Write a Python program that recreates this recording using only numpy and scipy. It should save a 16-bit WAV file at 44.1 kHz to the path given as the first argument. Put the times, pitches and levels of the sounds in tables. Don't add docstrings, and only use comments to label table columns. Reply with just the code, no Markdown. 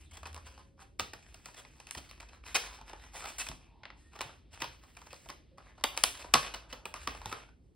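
import sys
import numpy as np
from scipy import signal
from scipy.fft import rfft, irfft, next_fast_len
from scipy.io import wavfile
from scipy.ndimage import uniform_filter1d, map_coordinates

SR = 44100
rng = np.random.default_rng(int(sys.argv[2]) if len(sys.argv) > 2 else 0)


def voltage_ratio(level):
    return 10 ** (np.asarray(level, float) / 20)


def store_wav(level_fs):
    pcm = np.round(np.clip(np.atleast_2d(level_fs), -1, 1) * 32767)
    wavfile.write(sys.argv[1], SR, pcm.T.astype(np.int16))


N = 341775

# start_s, level_db, pitch_hz, length_ms, sharpness_db
BUCKLES = [(0.9962, -29.5, 1196, 1.15, -9.5), (1.0034, -34, 2720, 4.8, -5), (1.457, -44, 1340, 4.4, -1.5),
           (1.91, -38, 2560, 1.3, 5.5), (1.949, -40, 1840, 3, -6), (2.5503, -29, 2480, 17.4, -1.5),
           (3.253, -41.5, 850, 5.4, -9), (3.3826, -41, 1520, 16, 9.5), (3.397, -39, 2600, 21.4, 4),
           (3.4869, -38, 3350, 2.9, 0.5), (4.207, -36.5, 1150, 2.6, -14), (4.2134, -32.5, 1015, 2.2, -6),
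           (4.6187, -33.5, 1950, 4.7, -14.5), (4.643, -38, 986, 0.48, -21), (5.8386, -23, 1100, 2.2, -3.5),
           (5.8392, -28.5, 4430, 1.2, -3.5), (6.3395, -26, 6050, 1.7, -6), (6.037, -30, 5900, 1.4, -6),
           (5.9755, -29, 4600, 1.2, -2), (6.0369, -21, 4540, 2.7, 3.5), (6.3386, -15, 1146, 3.4, -3),
           (6.539, -39.5, 2904, 9, -9), (6.726, -40.5, 3000, 6.6, -13), (6.855, -34.5, 2440, 1.75, -9),
           (7.0731, -34.5, 1140, 2.7, -19.5), (7.2577, -38, 877, 1.3, -16), (7.326, -39, 1240, 3.05, -27)]


def buckles():
    rows = []
    for start, db, hz, length_ms, sharp_db in BUCKLES:
        body_db = -3 - 0.45 * sharp_db
        rows.append((start, db, body_db, sharp_db, hz, length_ms))
    return cracks(rows)


# start_s, level_db, pitch_hz, length_ms
SNAPS = [(.1695, -49.5, 3300, 7), (.2681, -49, 1130, 6.5), (.3301, -53, 2690, 0.6), (.3449, -49, 2820, 1.9),
         (.8181, -60, 1170, 9.7), (1.3432, -51, 2800, 4.6), (1.5433, -54, 1790, 4.9), (1.8, -53, 805, 4.7),
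         (1.8698, -48, 2510, 2.5), (1.9729, -46, 3180, 12.6), (2.1122, -48, 2680, 0.66),
         (2.2005, -50.5, 2350, 7.4), (2.4606, -51.5, 2530, 7.2), (2.4702, -55.5, 2100, 9.7),
         (6.3432, -34, 4300, 1.3), (3.4642, -45, 2470, 9.1), (4.5305, -57, 2800, 17),
         (4.6015, -47.5, 2480, 14), (4.9678, -48.5, 2400, 5.2), (5.1416, -65, 730, 13),
         (5.1632, -58, 2573, 1.2), (6.1918, -50.5, 579, 27)]


def snaps():
    return cracks(same_kind(SNAPS, body_db=1.5, edge_db=-0.5))


# start_s, level_db, pitch_hz, length_ms
KNOCKS = [(.2305, -50.5, 1143, 4.3), (.2554, -46.5, 2580, 7), (.3519, -70, 1180, 4.7),
          (.3632, -46.5, 2160, 1.3), (.377, -53, 1130, 2), (.5905, -63, 1040, 15),
          (1.1334, -46.5, 1840, 4.9), (2.218, -58, 980, 4.6), (2.2274, -54.5, 950, 3.2),
          (2.8959, -49.5, 900, 1.2), (3.1684, -56.5, 2260, 82), (3.2402, -46.5, 1310, 5.8),
          (3.5147, -49, 860, 1.7), (4.1317, -63, 2650, 3.4), (4.154, -55, 1180, 10.6),
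          (4.1897, -48.5, 1390, 3), (4.8358, -59.5, 1070, 5.3), (5.0164, -55, 1050, 1.8),
          (5.0678, -52.5, 620, 3), (5.1299, -47, 503, 1.7), (5.2936, -47.5, 1078, 7.4),
          (6.3494, -29.5, 1073, 7.4), (6.9405, -41, 1056, 1.4), (6.9547, -52, 1212, 12),
          (7.3152, -48.5, 1230, 8.8)]


def knocks():
    return cracks(same_kind(KNOCKS, body_db=7, edge_db=-5.5))


# start_s, level_db, pitch_hz, length_ms
BUMPS = [(1.485, -58.5, 950, 3.8), (2.787, -57, 850, 1.9), (2.8128, -55, 910, 2.9), (2.9319, -50, 833, 2),
         (3.151, -53, 794, 4.5), (4.2922, -61.5, 1330, 4.6), (5.2592, -57, 657, 1.7),
         (5.5819, -56.5, 1115, 3.3), (5.7798, -62, 746, 4), (5.8107, -58, 940, 1.6),
         (5.9865, -57, 960, 5.5), (6.243, -51.5, 958, 5.5), (7.1491, -51, 1178, 3.8),
         (7.2165, -48.5, 910, 0.88)]


def bumps():
    return cracks(same_kind(BUMPS, body_db=11.5, edge_db=-12))


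# start_s, level_db, pitch_hz, length_ms
TICKS = [(.4459, -65, 2790, 5.1), (.4688, -60, 4130, 4.5), (6.3393, -28, 4325, 0.34),
         (1.7838, -63, 2510, 1), (2.0403, -59.5, 2180, 11), (2.0906, -54.5, 4400, 13),
         (2.2867, -58, 2560, 7), (1.888, -55, 2530, 4), (2.2405, -62, 3470, 1), (2.5548, -25, 2180, 1.1),
         (2.8896, -58, 3210, 1.1), (5.798, -63, 3200, 3), (4.662, -55, 4020, 1.8), (4.7897, -65.5, 2900, 8),
         (4.9508, -60, 2800, 1.2), (4.9882, -52.5, 3000, 1.5), (5.0256, -58, 2500, 0.89),
         (5.1045, -55.5, 2600, 16), (5.1234, -63, 2580, 4.5), (5.142, -52, 4450, 2.7),
         (5.2885, -46, 3100, 1.3), (5.3015, -44, 2570, 3.05), (6.223, -47, 2600, 4.9),
         (6.701, -59.5, 2600, 20), (6.738, -59, 2260, 4.1), (6.958, -56, 2180, 7), (7.149, -56, 4050, 1)]


def ticks():
    return cracks(same_kind(TICKS, body_db=-4.5, edge_db=-11))


# start_s, level_db, pitch_hz, length_ms
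RUSTLES = [(.3556, -57, 1160, 3.5), (.5771, -58, 870, 3), (1.606, -65, 786, 4), (4.632, -50.5, 900, 8.3),
           (5.657, -69.5, 1000, 4.2), (2.178, -62, 1120, 1.1), (2.9614, -59, 860, 2.4),
           (3.1445, -55, 1040, 2.7), (3.222, -50, 1320, 2.6), (3.276, -55, 684, 3.3),
           (7.487, -66.5, 1500, 6.3), (5.8445, -38.5, 777, 1.1), (6.198, -57.5, 564, 7.3),
           (6.256, -61, 616, 8.4), (6.549, -52.5, 660, 13), (6.622, -65, 1120, 5.2), (6.73, -55, 502, 8.8),
           (7.085, -58, 1010, 5.2)]


def rustles():
    return cracks(same_kind(RUSTLES, body_db=8, edge_db=-16.5))


# start_s, level_db, pitch_hz, length_ms
SCUFFS = [(.111, -49.5, 2200, 10), (.1316, -49, 3350, 25), (.4594, -47.5, 2770, 17), (.7997, -52, 834, 29),
          (1.5647, -45.5, 3400, 36), (1.7606, -61, 885, 22), (3.1333, -47, 875, 26), (3.268, -41, 2370, 36),
          (5.5747, -60.5, 1124, 13), (7.292, -45.5, 2600, 28), (.991, -44, 2270, 6.7),
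          (2.545, -26, 2530, 6.9), (5.966, -38.5, 800, 5.5)]


def scuffs():
    return cracks(same_kind(SCUFFS, body_db=2.5, edge_db=3), crest_db=10.5, soft=0.019)


# start_s, level_db, pitch_hz, length_ms
TAPS = [(1.6492, -41.5, 2230, 2.2), (2.438, -47, 2290, 1.9), (3.8336, -44, 2150, 4.3),
        (3.5155, -40, 2280, 0.82), (3.8542, -32.5, 2083, 0.77), (3.9028, -39.5, 2000, 0.69)]


def taps():
    blows = cracks(same_kind(TAPS, body_db=-9.5, edge_db=-22), crest_db=0.4, soft=0.025)
    return filtered(blows, lambda hz: (1 + 1j * hz / 3780) ** -3)


def same_kind(table, body_db, edge_db):
    return [(start, db, body_db, edge_db, hz, length_ms) for start, db, hz, length_ms in table]


# frequency_hz, level_db
BODY = [(200, 10), (450, -1), (1000, 4), (1700, -5), (2400, -48.5)]
# frequency_hz, level_db
SCRAPE = [(1300, -8.5), (2000, -1.5), (3500, -4), (6000, -4), (8000, -18.5)]
# frequency_hz, level_db
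EDGE = [(4500, -15), (7000, 1), (10000, -6.5), (12300, -6.5), (14500, -20.5), (16500, -24)]


def cracks(rows, crest_db=1.0, soft=0.021):
    start, db, body_db, edge_db, hz, length_ms = np.transpose(rows)[:, :, None]
    t = np.arange(SR // 11) / SR
    length = length_ms / 1000
    noise = rng.standard_normal((len(start), 5, len(t)))
    late = np.maximum(t - length, 0)
    first = 1 + 1.49 * np.exp(-length_ms / 4) * np.exp(-t / 0.0019)

    def shape(rise, t60):
        attack = (1 - np.exp(-t / (rise + soft * length))) ** 2
        return attack * voltage_ratio(-60 * late / (t60 + length))

    lumps = voltage_ratio(3 * unit(uniform_filter1d(noise[:, 4], size=35)) - 1)
    edge = voltage_ratio(edge_db - 4.5) * coloured(noise[:, 0], EDGE) * shape(0.0003, 0.00058) * first ** 2
    snap = coloured(noise[:, 1], SCRAPE) * shape(0.00041, 0.017) * first
    body = voltage_ratio(body_db) * coloured(noise[:, 2], BODY) * shape(0.00075, 0.05)
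    burst = lumps * (edge + snap + body)

    drift = np.cumsum(noise[:, 3], axis=1) * (0.028 + 0.0022 * length_ms)
    low_panel = hz < 1800
    strength_db = np.where(low_panel, body_db, 0)
    panel_t60 = 29 / hz * voltage_ratio(0.17 * np.minimum(db + 36.5, 0))
    panel = voltage_ratio(strength_db - 1.5) * np.sin(2 * np.pi * hz * t + drift) * shape(0.00029, panel_t60)

    reach = np.where(low_panel, 1.0, 0.3)
    direct_gain = voltage_ratio(0.2 * np.maximum(db + 36, 0))
    near = direct_gain * (burst + panel)
    around = evened(burst) * voltage_ratio(-60 * late / 0.073) + reach * panel
    gain = voltage_ratio(db - crest_db)
    return np.array([placed(gain * sound, start[:, 0] - 0.0005) for sound in (near, around)])


def evened(rows):
    z = rfft(rows)
    smooth = np.sqrt(np.abs(uniform_filter1d(np.abs(z) ** 2, size=150)))
    return irfft(smooth * z / (np.abs(z) + 1e-12), rows.shape[1])


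# start_s, length_s, level_db, brightness_db
STROKES = [(-.03, 0.046, -64.5, 18), (0.08, 0.46, -66, -4), (0.443, 0.18, -59.5, 3),
           (0.766, 0.042, -60, -13), (1.165, 0.6, -61.5, 4), (1.432, 0.13, -69.5, 18),
           (1.77, 0.45, -63.5, -1), (2.075, 0.015, -58, 2), (2.265, 0.084, -59, -9), (2.43, 0.19, -49, 1),
           (2.583, 0.15, -45, -5), (2.848, 0.19, -57, -3), (3.115, 0.22, -52, 13.5),
           (3.4, 0.24, -66.5, -13), (3.967, 0.042, -72, 18), (4.058, 0.034, -75, 12),
           (2.998, 0.32, -66.5, 8), (7.624, 0.046, -86, 18), (6.13, 0.042, -51, 4), (3.953, 0.12, -75, -1),
           (4.107, 0.24, -59, -9), (4.503, 0.22, -55.5, -2), (4.808, 0.15, -66.5, 9),
           (4.985, 0.34, -64, 15), (5.56, 0.29, -63.5, -14), (5.9, 0.057, -60, -9), (6.12, 0.31, -60.5, 13),
           (6.352, 0.14, -43, -1), (6.683, 0.023, -52.5, -4), (6.947, 0.23, -53, 3),
           (7.198, 0.21, -53.5, -8)]


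def strokes(offset_db, per_brightness):
    start, length, db, bright_db = np.transpose(STROKES)[:, :, None]
    t = np.arange(0, N / SR, 1 / 500)
    rise = np.clip((t - start) / 0.028, 0, 1)
    fall = np.exp(-np.maximum(t - start - length, 0) / 0.03)
    gain = voltage_ratio(db + offset_db + per_brightness * bright_db)
    return np.interp(np.arange(N) / SR, t, np.sum(gain * rise * fall, axis=0))


def rubbing():
    draws = rng.random((6000, 3))
    t = np.arange(160) / SR
    hz = 1300 * 9 ** draws[:, 1:2]
    size = draws[:, 2:] ** -0.45
    pops = np.minimum(size, 4) * np.sin(2 * np.pi * hz * t) * np.exp(-hz * t / 0.2)
    popping = unit(placed(pops, draws[:, 0] * N / SR))
    clump = voltage_ratio(2.6 * wobble(30) + 1.8 * wobble(150))
    grit = patchy(unit(clump * (rng.standard_normal(N) + 0.8 * popping)), depth_db=2.5)
    # (offset dB, dB per dB of brightness, colour)
    layers = [(0, 0, SCRAPE), (-0.5, -0.7, BODY), (-8.5, 0.58, EDGE)]
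    out = np.zeros(N)
    for offset_db, per_brightness, colour in layers:
        gain = strokes(offset_db, per_brightness) * voltage_ratio(1.5 * wobble(30) - 7)
        out += gain * coloured(grit, colour)
    return out


def patchy(x, depth_db):
    z = signal.stft(x, nperseg=256)[2]
    field = uniform_filter1d(rng.standard_normal(z.shape), size=4, axis=0)
    field = uniform_filter1d(field, size=10, axis=1)
    return signal.istft(z * voltage_ratio(depth_db * field / field.std()), nperseg=256)[1][:N]


# frequency_hz, level_db, t60_s
HOLLOW = [
    (1120, -0.5, 0.21),
    (1070, -8.5, 0.059),
    (2600, -13, 0.1),
    (1570, -14, 0.1),
    (900, -7, 0.1),
]


def hollow():
    hz, db, t60 = np.transpose(HOLLOW)[:, :, None]
    t = np.arange(SR // 3) / SR
    drift = 0.033 * np.cumsum(rng.standard_normal((len(hz), len(t))), axis=1)
    decay = voltage_ratio(-23 + db - 60 * t / t60) * (1 - np.exp(-t / 0.002))
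    rings = decay * np.sin(2 * np.pi * hz * t + drift)
    return placed(rings, np.full(len(hz), 6.3405))


# frequency_hz, width_hz, level_db
TRAY = [
    (1070, 76, -4.5),
    (1600, 250, -11),
    (2580, 300, 11),
    (4600, 5800, -8.5),
]


def tray(x):
    def response(f):
        ring = 0
        for k, (centre, width, db) in enumerate(TRAY):
            damping = 1j * f * width
            ring = ring + (-1) ** k * voltage_ratio(db) * damping / (centre ** 2 - f ** 2 + damping)
        return (1 + 0.097 * ring) * (1j * f / (250 + 1j * f)) ** 4
    return filtered(x, response)


# start_s, level_db (peak), pitch_hz
THUDS = [(1, -42, 82), (1.967, -44, 67.5), (2.547, -56, 227), (3.493, -40, 56), (4.252, -48.5, 126),
         (4.62, -48, 136), (5.284, -51, 169), (6.037, -49, 276), (6.336, -36, 150), (6.724, -52.5, 251),
         (7.076, -45, 255), (7.257, -41, 103.5)]


def thuds():
    start, db, hz = np.transpose(THUDS)[:, :, None]
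    t = np.arange(SR // 5) / SR
    puff_colour = [(60, -7), (150, -5.5), (400, -13), (800, -37), (3000, -91)]  # (Hz, dB)
    puff = coloured(rng.standard_normal((len(start), len(t))), puff_colour)
    envelope = (1 - np.exp(-t / 0.004)) * voltage_ratio(-60 * t / 0.16)
    push = (np.sin(2 * np.pi * hz * t) + 0.6 * puff) * envelope
    return placed(voltage_ratio(db + 1) * push, start[:, 0])


# start_s, end_s, frequency_hz, width_hz, level_db
SWISHES = [(3.64, 4.03, 880, 210, -68.5), (3.56, 3.77, 2560, 300, -74), (0.017, 0.13, 3700, 570, -67.5),
           (6.1, 7, 900, 610, -65), (6.2, 7.52, 1360, 350, -71.5), (3.62, 5.6, 3000, 2200, -79),
           (5.6, 5.2, 2630, 170, -78.5), (4.4, 5.84, 520, 260, -83), (8.4, 7.72, 1500, 670, -77.5),
           (0.099, .17, 3060, 250, -55), (3.93, 4.15, 6900, 5000, -76), (6.9, 7.45, 14500, 1500, -83),
           (4.7, 5.35, 14500, 1500, -84)]


def swishes():
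    t, out = np.arange(N) / SR, np.zeros(N)
    for start, end, hz, width_hz, db in SWISHES:
        band = unit(filtered(rng.standard_normal(N), lambda f: np.exp(-((f - hz) / width_hz) ** 2)))
        out += voltage_ratio(db) * np.clip(np.minimum(t - start, end - t) / 0.079, 0, 1) * band
    return out


# frequency_hz, t60_s
ROOM = [(200, 0.58), (1000, 0.25), (3000, 0.35), (7000, 0.32), (14000, 0.3)]
# frequency_hz, level_db
ROOM_DB = [(200, -6), (1000, -5.5), (3000, -3), (7000, -7), (14000, -4.5)]
# frequency_hz, correlation
ALIKE = [(50, .98), (300, .5), (1000, .3), (2000, .15), (3200, .75), (4200, .97), (6000, .75), (9000, .97),
         (11000, .7), (13000, .95), (15000, .6)]


def room(x):
    out, step, gap = np.zeros((2, N + 2 * SR)), SR // 3, int(0.006 * SR)
    for at in range(0, N, step):
        hz, t, z = signal.stft(rng.standard_normal((2, SR * 3 // 5)), SR, nperseg=256)
        t60 = along(ROOM, hz)[:, None]
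        decay = voltage_ratio(along(ROOM_DB, hz)[:, None] - 60 * t / t60)
        equal_energy = np.sqrt(t60 * SR / np.log(1e6))
        tail = signal.istft(z * decay / equal_energy, SR, nperseg=256)[1]
        tail = tail * (1 - np.exp(-np.arange(tail.shape[1]) / (0.00019 * SR)))
        wet = signal.fftconvolve(x[None, at:at + step], tail, axes=1)
        out[:, at + gap:at + gap + wet.shape[1]] += wet
    return spread(out[:, :N], ALIKE)


# time_s, level_db
TRAFFIC = [(0, -62.5), (.5, -67.5), (1.4, -64), (1.8, -73), (2.3, -60), (3, -57), (3.65, -63.5),
           (4.2, -69.5), (4.8, -66), (5.4, -71), (5.75, -58.5), (6.3, -57), (6.8, -60), (7.3, -53),
           (7.6, -66.5), (7.75, -73.5)]
# middle_s, half_width_s, level_db
DRONES = [
    (.3, 0.27, -48.5),
    (1.05, .1, -83),
    (2.35, 0.21, -59),
    (4.3, 0.7, -64),
    (6.369, 0.072, -48.5),
    (7.151, 0.14, -52.5),
]
# frequency_hz, level_db (per Hz)
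AIR = [(25, -22), (52, -7), (100, -13), (200, -20), (330, -21), (550, -33), (1500, -49), (4000, -52),
       (8000, -58), (16000, -64)]


def rumble():
    t = np.arange(N) / SR
    traffic_db = np.interp(t, *np.transpose(TRAFFIC))
    deep_colour = [(28, -25), (42, -6), (50, 0), (58, -5), (75, -25), (150, -120)]  # (Hz, dB)
    deep = coloured(rng.standard_normal(N), deep_colour)
    swell = voltage_ratio(-69.5) + sum(voltage_ratio(db) * np.exp(-((t - middle) / half) ** 2) for middle, half, db in DRONES)
    drone_colour = [(48, -25.5), (62, 1), (79, 8.5), (100, -31), (200, -120)]  # (Hz, dB)
    drone = coloured(rng.standard_normal(N), drone_colour)
    air = coloured(spread(rng.standard_normal((2, N)), ALIKE), AIR)
    return voltage_ratio(traffic_db + 0.5) * deep + voltage_ratio(-4.5) * swell * drone + voltage_ratio(-62) * air


# start_s, end_s, pitch_hz, level_db
FAR_TONES = [
    (0.425, 0.943, 545, -73.5),
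    (3.93, 4.0, 863, -76),
    (3.99, 4.06, 1870, -72),
    (4.035, 4.135, 1850, -69.5),
    (7.43, 7.5, 1300, -72),
    (5.346, 5.43, 548, -79),
    (5.5, 5.622, 542, -66.5),
]


def street():
    t, out = np.arange(N) / SR, np.zeros(N)
    for start, end, hz, db in FAR_TONES:
        swell = np.clip(np.minimum(t - start, end - t) / 0.026, 0, 1)
        phase = 2 * np.pi * hz * t + 1.5 * wobble(25) + 0.4 * wobble(120)
        out += voltage_ratio(db + 2.2 * wobble(27)) * swell * np.sin(phase)
    return out


def unit(x):
    return x / np.sqrt(np.mean(x ** 2, axis=-1, keepdims=True) + 1e-20)


def along(points, hz):
    f, v = np.transpose(points)
    return np.interp(np.log(hz + 1), np.log(f + 1), v)


def wobble(rate):
    knots = rng.standard_normal(int(N * rate / SR) + 4)
    return map_coordinates(knots, [np.arange(N) * rate / SR])


def filtered(x, response):
    n = x.shape[-1]
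    m = next_fast_len(n + min(n, SR) // 4)
    return irfft(rfft(x, m) * response(np.fft.rfftfreq(m, 1 / SR)), m)[..., :n]


def coloured(x, spectrum):
    return unit(filtered(x, lambda hz: voltage_ratio(along(spectrum, hz))))


def spread(pair, alike):
    def weights(hz):
        angle = np.arccos(np.clip(along(alike, hz), -1, 1)) / 2
        return np.array([np.cos(angle), np.sin(angle)])
    mid, side = filtered(pair, weights)
    return np.array([mid + side, mid - side])


def placed(rows, start):
    at = np.round(start * SR).astype(int)[:, None] + np.arange(rows.shape[1])
    return np.bincount(at.ravel(), rows.ravel(), N + SR)[:N]


def scene():
    hard = buckles() + snaps() + knocks() + bumps() + ticks() + rustles()
    near, around = tray(hard + scuffs() + taps() + hollow() + rubbing()) + thuds()
    return near + room(around) + rumble() + street() + swishes()


BANDS = [3450, 5000, 6550, 6850, 7200, 7700, 8200, 9700, 10200, 11800, 13700, 14300, 15000, 15900]


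def band_gated(x, weak_db, faint_db, floor_db):
    hz, _, z = signal.stft(np.array([x[0] + x[1], x[0] - x[1]]) / 2, SR, nperseg=512)
    power = np.abs(z) ** 2
    whole = power[:, hz > 500].sum(axis=(0, 1))
    calm = (whole < 4 * uniform_filter1d(whole, size=7)) | (whole < 3 * np.roll(whole, 2))
    threshold = voltage_ratio(2 * faint_db) * uniform_filter1d(whole, size=5) + voltage_ratio(2 * floor_db)
    for lo, hi in zip(BANDS, BANDS[1:]):
        band = (hz >= lo) & (hz < hi)
        level = uniform_filter1d(power[:, band].mean(axis=1), size=5)
        weak = level < voltage_ratio(2 * weak_db) * level[::-1]
        faint = (level < threshold) & (lo >= BANDS[-4])
        z[:, band] *= ~((weak | faint) & calm)[:, None]
    z[:, hz >= BANDS[-1]] *= ~calm
    mid, side = signal.istft(z, SR, nperseg=512)[1][:, :N]
    return np.array([mid + side, mid - side])


def band_limit(x):
    return signal.sosfilt(signal.butter(12, 17100, fs=SR, output="sos"), x)


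# frequency_hz, left_over_right_db
LEFT_DB = [(80, 0), (200, -1.3), (1500, -1), (2500, 2), (3500, 0)]
# frequency_hz, left_lead_rad
LEAD = [(0, 0), (2400, 0), (3100, -.35), (4900, -.2), (5500, 2.2), (6500, 2.5), (7100, 3.4), (7900, 5.7),
        (9500, 6.3), (10600, 7.6), (12300, 9.3), (13500, 9.9), (14700, 11.6), (16000, 12.4)]


def record(dry):
    half = np.array([[0.5], [-0.5]])

    def response(hz):
        ports = voltage_ratio(half * along(LEFT_DB, hz)) * np.exp(1j * half * along(LEAD, hz))
        top_cut = (hz < 16500) / (1 + (hz / 15900) ** 60)
        bass_cut = 1 / (1 + (36 / (hz + 1)) ** 8)
        return ports * top_cut * bass_cut

    rounded = dry / (1 + np.abs(dry / 0.8) ** 6) ** (1 / 6)
    mix = band_gated(filtered(rounded, response), weak_db=-6.5, faint_db=-39.5, floor_db=-113)
    return band_limit(mix)


dry = scene()
out = record(dry)
store_wav(out)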